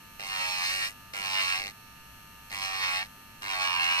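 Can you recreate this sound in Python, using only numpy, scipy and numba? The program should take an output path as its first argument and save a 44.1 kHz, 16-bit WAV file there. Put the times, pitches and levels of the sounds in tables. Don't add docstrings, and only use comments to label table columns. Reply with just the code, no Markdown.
import sys
import numpy as np
from scipy import signal
from scipy.fft import rfft, irfft, next_fast_len
from scipy.io import wavfile
from scipy.ndimage import uniform_filter1d, map_coordinates
from numba import njit

SR = 44100
rng = np.random.default_rng(int(sys.argv[2]) if len(sys.argv) > 2 else 0)


def pcm_store(signal):
    levels = np.round(np.clip(np.atleast_2d(signal), -1, 1) * 32767)
    wavfile.write(sys.argv[1], SR, levels.astype(np.int16).T)


N = 176400
TIME = np.arange(N) / SR

# time in seconds, turns per second.
SHAFT_SPEED = [(0.0, 100.2), (0.2, 100.2), (0.39, 94.0), (0.61, 90.2), (0.66, 90.4), (0.72, 95.4),
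               (0.76, 96.8), (0.82, 95.0), (0.85, 95.0), (0.92, 100.2), (1.11, 100.3), (1.32, 95.2),
               (1.5, 92.7), (1.55, 93.6), (1.6, 97.9), (1.67, 99.7), (1.77, 100.3), (2.51, 100.5),
               (2.6, 97.5), (2.68, 96.2), (2.78, 96.5), (2.93, 92.4), (2.99, 94.6), (3.06, 99.6),
               (3.1, 100.3), (3.33, 100.4), (3.45, 99.4), (3.56, 93.8), (3.69, 91.6), (3.79, 87.4),
               (3.87, 87.1), (4.0, 89.5)]
# multiple of the shaft speed, relative level in dB.
WHINE_PARTIALS = [(9, -61.5), (10, -68.5), (11, -78.5), (12, -59), (13, -62.5), (14, -69), (15, -68),
                  (17, -63), (18, -66.5), (25, -98), (26, -72), (27, -64.5), (29, -74.5), (39, -71),
                  (43, -70), (57, -67), (113, -91), (117, -76), (128, -82)]
# frequency in Hz, relative level in dB.
BRUSH_EQ = [(300, -14), (600, -5.5), (1200, -21), (1800, -10), (2100, -8), (2700, 3.5), (3300, 0),
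            (3700, -22), (4300, -1.5), (5100, -17), (5750, -3.5), (6400, -9), (7800, -14), (9200, -6),
            (10400, -12), (11600, -3), (12700, -1), (14500, -13.5)]
BEARING_EQ = [(1500, -30), (2300, -8), (2500, -4), (2750, 25), (3100, 4), (3800, -29), (4350, 9),
              (4900, -25), (8000, -58)]
HUM_EQ = [(20, -3), (32, -53), (44, -42), (52, -9), (58, 12), (66, -6), (80, -31), (95, -4), (110, -3.5),
          (130, -8.5), (170, -9.5), (240, -9), (320, -19), (500, -22.5), (800, -20.5), (1500, -68)]
HISS_EQ = [(200, -2), (600, -9), (1200, 3.5), (2500, 4), (6000, -4.5), (14000, -6)]
RASP_EQ = [(150, -58.5), (300, -30), (380, -20.5), (490, -22.5), (630, -10), (780, -5.5), (1100, -3),
           (1450, 0.5), (1750, 1.5), (2250, 1), (2800, 2), (3150, -9), (3550, -9), (3900, -5.5), (4130, -9),
           (4380, 3), (4750, -12), (5350, -4.5), (5900, -14), (6500, -11), (7400, -24), (8600, -14.5),
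           (9800, -29.5), (10800, -34), (12000, -24.5), (14500, -26.5)]
POWDER_EQ = [(2000, -56), (6000, -2), (7300, -1.5), (8600, 2), (9700, -2.5), (10700, -6), (12000, -3.5),
             (13200, -13), (14500, -5.5)]
KNOCK_EQ = [(100, -3), (250, -15.5), (380, -0.5), (470, -2), (620, 1), (800, -7.5), (1100, -31),
            (2000, -48)]
# frequency in Hz, left minus right in dB.
MOTOR_PAN = [(900, 2.5), (1800, -3), (2700, -9.5), (3100, 16), (4000, -17.5), (5700, -21), (7000, 33),
             (10000, -8.5), (11700, 20), (14000, -9)]
RASP_PAN = [(60, -1.5), (80, -1.5), (110, -0.5), (140, 0.0), (190, -1.5), (260, -8), (340, -16),
            (460, -14.5), (610, -2.5), (820, -4.5), (1100, -19), (1470, 0), (1960, 3), (2620, -4.5),
            (3510, -1), (4690, -2.5), (6270, -0.5), (8390, 2.0), (11200, 4), (15000, 4)]
# frequency in Hz, lead of the left port in radians.
RASP_LEFT_LEAD = [(0, -11), (950, 1.5), (1290, -2.5), (1980, -4.5), (2500, -4), (2840, -4.0), (3190, -2),
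                  (3450, -2.5), (3700, -1.84), (4130, -1), (4480, -2.2), (4740, -1), (5080, -0.4),
                  (5510, 2.5), (6120, 0.5), (7060, 5.5), (7490, 2.2), (7750, -1), (8270, 5), (8530, 0.6),
                  (9040, 5.5), (9300, -5.5), (9910, 5.5), (10800, 5.5), (11500, 14), (11900, 9.3),
                  (14600, 22.5), (15400, -3)]
# time in seconds, overall level in dB, then trims in dB
STROKE_ENVELOPES = [
    [(0.19, -65, -4, -4, -11), (0.196, -45, -4.5, -12, -15), (0.274, -43, -2.5, -9.5, -6),
     (0.41, -35.5, -2.5, -9.5, -10.5), (0.614, -37, -2.5, -10.5, -10.5), (0.642, -34, -2, -13.5, -12.5),
     (0.76, -36, -4.5, -20, -9), (0.836, -34.5, -2.5, -19, -9), (0.878, -41.5, 0.5, -13.5, -3),
     (0.914, -52, -12, -22, -4), (0.93, -63, 4, -11, -6)],
    [(1.13, -67, -5, -11, -9), (1.136, -43.5, -3, -12, -12), (1.164, -41, -4.5, -14.5, -7),
     (1.312, -38, -2, -7, -14), (1.362, -34, -2, -9.5, -14.5), (1.556, -34.5, -4.5, -14, -14.5),
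     (1.686, -45, -3, -15, -18), (1.72, -60, 2, -19, -15)],
    [(2.5, -57, 12, -8, -5), (2.506, -51.5, -1, -14, -13), (2.532, -40, -4.5, -13, -7),
     (2.614, -42.5, -2, -6, -11), (2.62, -37.5, -2, -9, -19), (2.706, -39, -3.5, -8, -15.5),
     (2.886, -33.5, -4.5, -11.5, -19), (2.916, -35, -7.5, -10, -11.5), (2.968, -34.5, -3.5, -10.5, -20),
     (3.028, -37, -8, -12, -21), (3.056, -57, 0, -21, -6), (3.07, -54, -4, -11, -6)],
    [(3.41, -77, 2, -3, -1), (3.42, -44.5, -2.5, -11.5, -9), (3.514, -37, -5.5, -8.5, -17),
     (3.574, -36.5, -7.5, -6.5, -16), (3.618, -33.5, -3.5, -7.5, -20), (3.752, -34, -7.5, -7, -18.5),
     (3.87, -30, -8.5, -12.5, -20), (3.984, -32.5, -7, -8, -17.5), (4.0, -30, -3, -11, -31)],
]
# time in seconds when the high spot first meets the nail, and its
# bite in dB over the far side of the bit under a firm touch.
STROKE_CONTACTS = [(.198, -4.5), (1.138, 4.5), (2.508, -0.5), (3.422, 3)]
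# pitch at rest in Hz, fractional rise under full pressure,
# width in Hz, relative level in dB.
NAIL_MODES = [(740, .7, 220, -6), (2050, .22, 320, -8)]

FREE_HZ, FIRM_SAG_HZ = 100.4, 3.2
LOAD_FLUTTER, LOAD_FLUTTER_HZ = 0.0277, 29.79
WHINE_DB, BRUSH_DB, BEARING_DB, HUM_DB, HISS_DB = -1.5, -55.5, -67, -57, -57.5
WHINE_WANDER_DB, BRUSH_WANDER_DB, MOTOR_WANDER_HZ = 2.2, 1.8, 6
WHINE_FADE_DB_PER_HZ = 14
BEARING_FLUTTER_DB, BEARING_FLUTTER_HZ = 4, 23
GRIT_COUNT, GRIT_WANDER_DB, GRIT_WANDER_HZ = 80, 6, 10
GRIT_JITTER_S, GRIT_SCATTER_DB = 1.8e-5, 1.47
LIGHT_DEPTH_DB, CHATTER = 28, 2.17
GRIP_SHAKE_DB, GRIP_SHAKE_HZ = 1.23, 24
LOW_DB, MID_DB, TREBLE_DB, POWDER_DB, KNOCK_DB = 3, -3, -1, -1.5, -11
WALLS_T60_S, WALLS_DB = .11, -9
TOP_HZ = 14650


def amp(db):
    return 10 ** (np.asarray(db) / 20)


def unit(x):
    return x / np.sqrt(np.mean(x ** 2) + 1e-20)


def steady(x):
    power = np.mean(np.atleast_2d(x), 0) ** 2
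    power = uniform_filter1d(uniform_filter1d(power, size=1400), size=1400)
    return x / np.sqrt(np.abs(power) + 1e-20)


def wobble(rate):
    return map_coordinates(rng.standard_normal(400), [TIME * rate], mode='mirror')


def along(points, hz):
    knots_hz, values = np.transpose(points)
    return np.interp(np.log(hz + 1), np.log(knots_hz + 1), values)


def curves(rows):
    times, *columns = np.transpose(rows)
    return [np.interp(TIME, times, column) for column in columns]


def filtered(x, response):
    size = next_fast_len(N + SR // 2)
    return irfft(rfft(x, size) * response(np.fft.rfftfreq(size, 1 / SR)), size)[..., :N]


def coloured(x, eq):
    cepstrum = irfft(np.log(amp(along(eq, np.fft.rfftfreq(4096, 1 / SR)))))
    cepstrum[1:2048] *= 2
    cepstrum[2049:] = 0
    impulse = irfft(np.exp(rfft(cepstrum)))
    return signal.fftconvolve(np.atleast_2d(x), impulse[None], axes=1)[:, :N]


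def whitened(x):
    bins_hz, power = signal.welch(x, SR, nperseg=256)
    return filtered(x, lambda hz: np.interp(hz, bins_hz, power + 1e-4 * power.mean()) ** -.5)


def panned(x, pan, left_lead=((100, 0), (15000, 0))):
    def response(hz):
        ratio = amp(along(pan, hz)) * np.exp(1j * along(left_lead, hz))
        return np.array([ratio, np.ones(len(hz))]) / np.sqrt((1 + np.abs(ratio) ** 2) / 2)
    return filtered(x, response)


def strikes(turns, places, sizes, jitter_s):
    at = np.interp(places, turns, np.arange(N), left=-SR, right=-SR)
    at += jitter_s * SR * rng.standard_normal(places.shape)
    inside = (at > 8) & (at < N - 9)
    at, sizes = at[inside][:, None], sizes[inside][:, None]
    taps = at.astype(int) + np.arange(-7, 9)
    kernel = np.sinc(taps - at) * np.cos(np.pi * (taps - at) / 16) ** 2
    return np.bincount(taps.ravel(), (sizes * kernel).ravel(), N)


@njit
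def resonate(x, pole):
    out, z = np.zeros(len(x)), 0j
    for i in range(len(x)):
        z = z * pole[i] + x[i]
        out[i] = z.real
    return out


def motor_whine(sag_hz, turns):
    whine = np.zeros((2, N))
    for order, db in WHINE_PARTIALS:
        height = order / WHINE_PARTIALS[-1][0]
        drift_db = WHINE_WANDER_DB * np.sqrt(height) * wobble(MOTOR_WANDER_HZ)
        fade_db = WHINE_FADE_DB_PER_HZ * height * sag_hz
        phase = 2 * np.pi * (order * turns + rng.random()) + rng.normal(0, 0.72, (2, 1))
        whine += amp(db + drift_db - fade_db) * np.sqrt(2) * np.sin(phase)
    return amp(WHINE_DB) * whine


def motor_brushes(turns):
    places = np.arange(int(turns[-1]) + 2)[:, None] + rng.random(size=60)

    def ticks():
        sizes = rng.standard_normal(places.shape[1]) * amp(0.51 * rng.standard_normal(places.shape))
        train = strikes(turns, places, sizes, jitter_s=3.5e-6)
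        return train * amp(BRUSH_WANDER_DB * wobble(MOTOR_WANDER_HZ))
    wide_ticks = 0.27 * ticks() + np.array([ticks(), ticks()])
    return amp(BRUSH_DB) * unit(coloured(wide_ticks, BRUSH_EQ))


def bearing():
    flutter = 1.3 * np.sin(2 * np.pi * BEARING_FLUTTER_HZ * TIME + 0.98 * wobble(6)) + .5 * wobble(7.6)
    wide_noise = rng.standard_normal(N) + 4.5 * rng.standard_normal((2, N))
    return amp(BEARING_DB + BEARING_FLUTTER_DB * flutter) * unit(coloured(wide_noise, BEARING_EQ))


def room_tone():
    hum = unit(coloured(rng.standard_normal(N) + 0.41 * rng.standard_normal((2, N)), HUM_EQ))
    hiss = unit(coloured(rng.standard_normal((2, N)), HISS_EQ))
    return amp(HUM_DB) * hum + amp(HISS_DB) * hiss


def high_spot(turns, light):
    stroke = np.searchsorted([rows[-1][0] for rows in STROKE_ENVELOPES[:-1]], TIME)
    landing_s, firm_db = np.transpose(STROKE_CONTACTS)
    landing_turn = np.interp(landing_s, TIME, turns)
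    facing = np.cos(np.pi * (turns - landing_turn[stroke])) ** 2
    depth_db = (1 - light) * firm_db[stroke] + light * LIGHT_DEPTH_DB
    return facing, amp(depth_db * facing)


def grit(turns, light):
    turn = np.arange(int(turns[-1]) + 2)
    places = turn[:, None] + rng.random(GRIT_COUNT)
    travel = np.meshgrid(turn * GRIT_WANDER_HZ / FREE_HZ, np.arange(GRIT_COUNT), indexing='ij')
    drift = map_coordinates(rng.standard_normal((120, GRIT_COUNT)), travel, mode='mirror')
    polarity = rng.choice([-1, 1], GRIT_COUNT)
    sizes = polarity * amp(GRIT_WANDER_DB * drift + GRIT_SCATTER_DB * rng.standard_normal(places.shape))
    jitter_s = GRIT_JITTER_S * (1 + CHATTER * np.interp(places, turns, light) ** 2)
    return strikes(turns, places, sizes, jitter_s)


def nail_rasp(bite, pressure):
    ring = np.zeros(N)
    for rest_hz, rise, width_hz, db in NAIL_MODES:
        hz = rest_hz * (1 + rise * pressure)
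        pole = np.exp((2j * np.pi * hz - np.pi * width_hz) / SR)
        ring += amp(db) * unit(resonate(bite, pole))
    return panned(coloured(whitened(ring + bite), RASP_EQ), RASP_PAN, RASP_LEFT_LEAD)


def walls(x):
    t = np.arange(SR // 3) / SR
    tail = rng.standard_normal((2, len(t))) * amp(-60 * t / WALLS_T60_S) * (t > .002)
    return x + amp(WALLS_DB) * signal.fftconvolve(x, tail / np.linalg.norm(tail[0]), axes=1)[:, :N]


def grip_shake(x):
    return steady(x) * amp(GRIP_SHAKE_DB * wobble(GRIP_SHAKE_HZ))


def rasp_bands(rasp):
    def below(hz, edge_hz):
        return 1 / (1 + (hz / edge_hz) ** 12)
    low = filtered(rasp, lambda hz: below(hz, 1210))
    mid = filtered(rasp, lambda hz: below(hz, 3480) - below(hz, 1312))
    treble = filtered(rasp, lambda hz: 1 - below(hz, 3020))
    return grip_shake(low), grip_shake(mid), grip_shake(treble)


def powder_hiss(contact):
    specks = rng.standard_normal((2, N)) * amp(7.2 * rng.standard_normal(N))
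    return grip_shake(panned(coloured(contact ** .6 * specks, POWDER_EQ), RASP_PAN))


def bit_knock(bite, contact, light):
    thuds = bite + .5 * steady(contact * rng.standard_normal(N))
    return light * steady(panned(coloured(thuds, KNOCK_EQ), RASP_PAN))


def filing(sag_hz, turns):
    light = np.exp(-sag_hz / FIRM_SAG_HZ)
    facing, contact = high_spot(turns, light)
    bite = steady(grit(turns, light) * contact)
    low, mid, treble = rasp_bands(walls(nail_rasp(bite, pressure=(1 - light) * facing)))
    powder = powder_hiss(contact)
    knock = bit_knock(bite, contact, light)
    out = np.zeros((2, N))
    for envelope in STROKE_ENVELOPES:
        level_db, treble_db, low_db, powder_db = curves(envelope)
        touching = (TIME >= envelope[0][0]) & (TIME <= envelope[-1][0])
        rasp = amp(low_db + LOW_DB) * low + amp(MID_DB) * mid + amp(treble_db + TREBLE_DB) * treble
        layers = rasp + amp(powder_db + POWDER_DB) * powder + amp(KNOCK_DB) * knock
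        out += touching * amp(level_db) * layers
    return out


def scene():
    speed, = curves(SHAFT_SPEED)
    sag_hz = np.maximum(FREE_HZ - speed, 0)
    flutter_hz = LOAD_FLUTTER * (FREE_HZ - speed) * wobble(LOAD_FLUTTER_HZ)
    turns = np.cumsum(speed + flutter_hz) / SR
    strokes = filing(sag_hz, turns)
    motor = panned(motor_whine(sag_hz, turns) + motor_brushes(turns), MOTOR_PAN)
    return motor + bearing() + room_tone() + strokes


def record(dry):
    return filtered(dry, lambda hz: hz < TOP_HZ)


dry = scene()
out = record(dry)
pcm_store(out)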